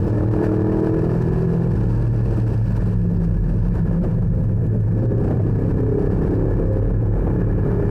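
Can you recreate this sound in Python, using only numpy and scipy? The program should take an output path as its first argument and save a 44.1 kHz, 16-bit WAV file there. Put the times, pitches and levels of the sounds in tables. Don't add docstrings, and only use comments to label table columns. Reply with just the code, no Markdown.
import sys
import numpy as np
from scipy import signal
from scipy.fft import rfft, irfft
from scipy.io import wavfile
from scipy.ndimage import uniform_filter1d

SR = 44100
rng = np.random.default_rng(int(sys.argv[2]) if len(sys.argv) > 2 else 0)


def materialize(psi):
    bounded = np.clip(np.atleast_2d(psi).T, -1, 1)
    quanta = np.round(bounded * 32767).astype(np.int16)
    wavfile.write(sys.argv[1], SR, quanta)


N = 348390
TIME_S = np.arange(N) / SR
FREQS_HZ = np.fft.rfftfreq(N, 1 / SR)

# (time [s], four-stroke cycle rate [Hz])
ENGINE_SPEED = [(0.0, 38.03), (0.2, 38.34), (1.02, 40.67), (1.72, 42.52), (1.83, 37.45), (2.0, 38.83),
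                (2.55, 37.56), (3.4, 32.86), (3.75, 29.11), (4.0, 27.5), (4.4, 26.0), (4.85, 25.0),
                (4.98, 30.8), (5.87, 33.24), (6.64, 34.94), (6.9, 35.12), (7.66, 36.77), (7.9, 36.87)]
BOOM_ORDERS = {3: (-20, -25, -25), 4: (-31, -26, -24), 5: (-25, -37.5, -17.5), 6: (-30.5, -27, -28)}
# (frequency [Hz], gain [dB])
CABIN_RESPONSE = [(75, -25), (88, -16), (104, -11), (113, -0.5), (128, 0.5), (140, -14), (150, -13.5),
                  (160, -2), (168, 4), (181, -1), (188, -10), (199, -6.5), (209, -22.5), (238, -6),
                  (260, -24)]
# (time [s], gain [dB])
EXHAUST_LOAD = [(0, -42), (.25, -34.5), (.8, -31.5), (1.15, -39.5), (1.68, -39.5), (1.85, -44.5),
                (2.3, -45.5), (2.7, -55.5), (4.05, -46.5), (4.87, -49), (5.03, -37.5), (5.55, -38),
                (5.9, -38), (6.4, -36.5), (6.9, -41.5), (7.9, -39.5)]
FIRING_ORDERS = {2: (-3.2, -11.5), 7: (7.8, -5), 8: (13, 13.8), 9: (8.6, 9.3), 10: (6, 0), 11: (6.5, 3.83),
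                 12: (4, 1), 13: (3.1, -7.5), 14: (-2, -1.5), 15: (-0.67, 1.7), 16: (-1.7, 6.5),
                 17: (1, 1.5), 18: (-5, -8), 19: (0, -6.5), 20: (-5.5, 2), 22: (-5.5, -1.2),
                 23: (-2, -10.5), 24: (1.5, 3.8), 25: (-6.5, -5)}
# (frequency [Hz], gain [dB])
PIPE_RESPONSE = [(70, 12), (250, -10.5), (430, -14), (650, -13.5), (1000, -15.5)]
# (frequency [Hz], width [Hz], gain [dB])
SHELL_MODES = [(264, 14, 7.5), (311, 18, 5), (365.2, 53, 9.0), (405.8, 12.5, 9), (444.2, 61.6, 15.5),
               (525, 34, 14.5)]
# (time [s], lower level [dB], upper level [dB])
BUFFET_LEVELS = [(0, -20.5, -45), (.6, -20.5, -39), (1.4, -39.5, -32.5), (1.8, -29, -27.5),
                 (2.6, -23.5, -42), (3.25, -29.5, -32), (3.8, -24.5, -20.5), (4.55, -19.5, -29.5),
                 (5.1, -19, -27.5), (6.3, -24.5, -24), (7.1, -20.5, -32), (7.9, -27, -28)]
# (time [s], frequency [Hz])
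SHAFT_SPEED = [(0, 46.76), (1.4, 52.53), (2, 49), (3, 47), (3.5, 44), (4.6, 36.7), (5.8, 41.56),
               (7.9, 45.26)]
# (time [s], roar level [dB], bodywork buzz level [dB])
AIR_LEVELS = [(0, -44.5, -61), (.4, -35, -55.5), (1.1, -39.5, -58.5), (1.8, -42, -58.5), (2.62, -44, -59),
              (2.84, -42.5, -60), (3.08, -48.5, -65.5), (3.6, -44.5, -62.5), (3.95, -43.5, -65.5),
              (4.35, -49, -70), (4.88, -47, -70.5), (5, -44.5, -65), (6.35, -40.5, -63), (6.93, -44.5, -71),
              (7.3, -42.5, -75.5), (7.9, -38.5, -64.5)]
# (frequency [Hz], width [Hz], level re roar [dB])
METAL_MODES = [(1689, 31, -14.5), (1748, 97, -17), (2343, 230, -24)]
# (frequency [Hz], relative density [dB])
ROAR_SPECTRUM = [(250, -18.5), (550, -1), (660, 0), (740, -1.5), (950, -0.5), (1150, -7), (1550, -7.5),
                 (1780, -8), (1950, -18.5), (2150, -22), (2400, -23.5), (2950, -27), (3300, -34.5),
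                 (8000, -43)]
BUZZ_SPECTRUM = [(1500, -26.5), (2600, 11.5), (3400, -0.5), (4000, 3), (4600, 4.5), (5600, 1.5),
                 (7000, -5.5), (8300, -0.5), (9700, -15.5), (11300, -4.5), (13000, -21), (14300, -12),
                 (15000, -27)]
BLURT_SPECTRUM = [(150, -13), (350, 6), (600, 4), (1000, -14.5), (1750, -25), (2200, -31.5), (3500, -43.5),
                  (9000, -58)]
ROAD_SPECTRUM = [(10, -14.5), (22, -8.5), (35, -4), (68, -8), (100, 1.5), (145, -4), (220, -11), (400, -32),
                 (900, -69.5)]
PANEL_SPECTRUM = [(120, -28), (200, 4.5), (275, -1.5), (330, 3.5), (410, -1), (440, 0), (485, 0), (535, -7),
                  (600, -8), (800, -26.5), (2000, -61.5)]
CHATTER_SPECTRUM = [(1500, -9.5), (4500, 3.5), (12000, -3), (16000, -7.5)]
# (time [s], strength [dB])
BLURT_EVENTS = [(0.05, -28), (0.171, -18), (0.209, -24), (0.331, -26), (0.533, -14), (0.785, -12),
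                (0.829, -18), (1.15, -19), (3.907, -23), (4.037, -17), (5.24, -19), (5.307, -14),
                (5.394, -14), (7.154, -29), (7.267, -14.5)]
BUMP_EVENTS = [(.43, -56), (.535, -57), (1.151, -62), (2.37, -59), (2.765, -59), (2.86, -60), (3.215, -63),
               (3.755, -61), (4.035, -63), (4.435, -64.5), (4.8, -63), (5.305, -64)]
GRIT_EVENTS = [(0.168, -59), (0.829, -52), (1.9205, -49), (2.3665, -56), (2.5805, -51), (4.6658, -57),
               (5.8077, -55), (6.2861, -50), (6.7321, -51)]


def engine(crank_rad, cycle_hz):
    pedal, high, boom = throttle(), high_revs(cycle_hz), np.zeros(N)
    for order, (coast_db, low_db, high_db) in BOOM_ORDERS.items():
        pull_db = (1 - high) * low_db + high * high_db
        db = (1 - pedal) * coast_db + pedal * pull_db
        gain = amp(db + wander(5)) * response(CABIN_RESPONSE, order * cycle_hz)
        boom += gain * unit(np.cos(order * crank_rad + 0.68 * rng.standard_normal()))
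    bark = exhaust(crank_rad, cycle_hz, scatter_rad=1.28, roughness=0.21, flutter_db=3.0)
    return boom + amp(curves(EXHAUST_LOAD)[0]) * bark


def exhaust(crank_rad, cycle_hz, scatter_rad, roughness, flutter_db):
    orders = list(FIRING_ORDERS)
    low_db, high_db = np.transpose(list(FIRING_ORDERS.values()))
    grid_s, grid_hz = TIME_S[::200], cycle_hz[::200]
    high, bark = high_revs(grid_hz), np.zeros(N)
    for order in range(1, 40):
        if order in BOOM_ORDERS:
            continue
        hz = order * grid_hz
        db = (1 - high) * np.interp(order, orders, low_db) + high * np.interp(order, orders, high_db)
        for mode_hz, width_hz, peak_db in SHELL_MODES:
            db += peak_db * resonance(hz, mode_hz, width_hz)
        db += flutter_db * unit(uniform_filter1d(rng.standard_normal(len(grid_s)), size=40))
        gain = amp(db) * response(PIPE_RESPONSE, hz) / (1 + (hz / 1250) ** 4) / (1 + (55 / hz) ** 4)
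        tone = np.cos(order * crank_rad + scatter_rad * rng.standard_normal())
        bark += np.interp(TIME_S, grid_s, gain) * tone
    burst_strength = 1 + roughness * wander(48)
    return np.sqrt(2) * bark * burst_strength


def throttle(lift_s=1.73, open_s=4.5, travel_s=0.14):
    return np.clip(.5 + np.maximum(lift_s - TIME_S, TIME_S - open_s) / travel_s, 0, 1)


def high_revs(cycle_hz, from_hz=35.35, span_hz=3.2):
    return np.clip((cycle_hz - from_hz) / span_hz, 0, 1)


def rival(cycle_hz, lead_s=0.25, speed_ratio=1.07):
    hz = speed_ratio * np.interp(TIME_S + lead_s, TIME_S, cycle_hz) * (1 + 0.004124 * wander(2.92))
    gain = amp(np.max(curves(EXHAUST_LOAD)[0]) - 24.5)
    return gain * exhaust(phase(hz), hz, scatter_rad=2.04, roughness=0.62, flutter_db=3.5)


def buffet(lower_hz=106.92, upper_hz=169.8):
    lower_db, upper_db = curves(BUFFET_LEVELS)
    throb = unit(np.sin(phase(lower_hz + 4.16 * wander(9.95))) + 0.63 * ring(lower_hz, width_hz=32))
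    burble = unit(np.sin(phase(upper_hz + 14 * wander(11.62))) + 0.95 * ring(upper_hz, width_hz=49))
    return amp(lower_db + 1.6 * wander(4)) * throb + amp(upper_db) * burble


def drive_line(frame_hz=43.6, coasting_db=4.5):
    shaft_hz = curves(SHAFT_SPEED)[0]
    db = -31 + 9 * resonance(shaft_hz, frame_hz, width_hz=3.2) + coasting_db * (1 - throttle())
    gain = amp(db + wander(3.2))
    return gain * unit(np.sin(phase(shaft_hz)) + 0.35 * ring(shaft_hz, width_hz=33))


def rumble(panel_db=-37, power_boost_db=3, road_db=-25):
    panel_gain = amp(panel_db + power_boost_db * throttle() + 3.3 * wander(22))
    return panel_gain * shaped(white(), PANEL_SPECTRUM) + amp(road_db) * shaped(white(), ROAD_SPECTRUM)


def air(crank_rad):
    roar_db, buzz_db = curves(AIR_LEVELS)
    load = amp(curves(EXHAUST_LOAD)[0])
    pulse = np.cos(crank_rad) + .6 * np.cos(2 * crank_rad) + .55 * np.cos(3 * crank_rad)
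    puffs = 1 + .45 * load / load.max() * pulse
    gust = unit(0.26 * wander(18) + wander(26) + 0.85 * wander(130))
    roar = shaped(white() * puffs * amp(1.8 * gust), ROAR_SPECTRUM)
    metal = sum(amp(db) * ring(hz, width_hz) for hz, width_hz, db in METAL_MODES)
    shaking = white() * np.sqrt(abs(puffs))
    rattle_db = 1.9 * gust + 0.8 * wander(30) + 2.8 * wander(500)
    buzz = shaped(shaking * amp(rattle_db), BUZZ_SPECTRUM)
    return amp(roar_db) * (roar + metal) + amp(buzz_db) * buzz


def blurts(rise_s=0.0026, fade_s=0.008, weak_per_s=1.5):
    weak = [(i / SR, -33.5) for i in np.flatnonzero(rng.random(N) < weak_per_s / SR)]
    events = BLURT_EVENTS + weak
    envelope = decays(events, fade_s) - decays(events, rise_s)
    return envelope * shaped(white(), BLURT_SPECTRUM)


def bumps_and_grit(jolt_over_chatter_db=19):
    bumps = decays(BUMP_EVENTS, fade_s=0.024)
    grit = decays(GRIT_EVENTS, fade_s=0.002)
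    chatter = shaped(white() * amp(4 * wander(400)), CHATTER_SPECTRUM)
    jolt = amp(jolt_over_chatter_db) * shaped(white(), ROAR_SPECTRUM)
    return (bumps + grit) * chatter + bumps * jolt


def amp(db):
    return 10 ** (np.asarray(db) / 20)


def unit(x):
    return x / np.sqrt(np.mean(x ** 2) + 1e-20)


def curves(rows):
    times_s, *columns = np.transpose(rows)
    return [np.interp(TIME_S, times_s, column) for column in columns]


def response(spectrum, hz):
    points_hz, db = np.transpose(spectrum)
    return amp(np.interp(np.log(hz + 1), np.log(points_hz + 1), db))


def shaped(x, spectrum):
    return unit(irfft(rfft(x) * response(spectrum, FREQS_HZ), N))


def white():
    return rng.standard_normal(N)


def wander(hz):
    return unit(irfft(rfft(white()) / (1 + (FREQS_HZ / hz) ** 4), N))


def phase(hz):
    return 2 * np.pi * np.cumsum(hz * np.ones(N)) / SR


def ring(hz, width_hz):
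    rad = phase(hz)
    return unit(wander(width_hz / 2) * np.cos(rad) + wander(width_hz / 2) * np.sin(rad))


def resonance(hz, centre_hz, width_hz):
    return 1 / (1 + (2 * (hz - centre_hz) / width_hz) ** 2)


def decays(events, fade_s):
    kicks = np.zeros(N)
    for time_s, db in events:
        kicks[int(time_s * SR) % N] += amp(db)
    return signal.lfilter([1], [1, -np.exp(-1 / (fade_s * SR))], kicks + 1e-20)


def scene():
    cycle_hz = curves(ENGINE_SPEED)[0]
    crank_rad = phase(cycle_hz * (1 + .001 * wander(14)))
    cars = engine(crank_rad, cycle_hz) + rival(cycle_hz) + drive_line() + rumble()
    return (cars + buffet() + air(crank_rad) + bumps_and_grit() + blurts())[None]


def record(dry, threshold_db=-20.5, makeup_db=2.5, cutoff_hz=14300):
    power_db = 10 * np.log10(abs(uniform_filter1d(dry[0] ** 2, size=900)) + 1e-12)
    over_db = uniform_filter1d(np.maximum(power_db - threshold_db, 0), size=400)
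    limited = dry * amp(makeup_db - 0.93 * over_db)
    faded = limited * signal.windows.tukey(N, .0004)
    low_pass = signal.firwin(511, cutoff_hz, window=("kaiser", 9), fs=SR)
    return signal.oaconvolve(faded, low_pass[None], "same")


dry = scene()
out = record(dry)
materialize(out)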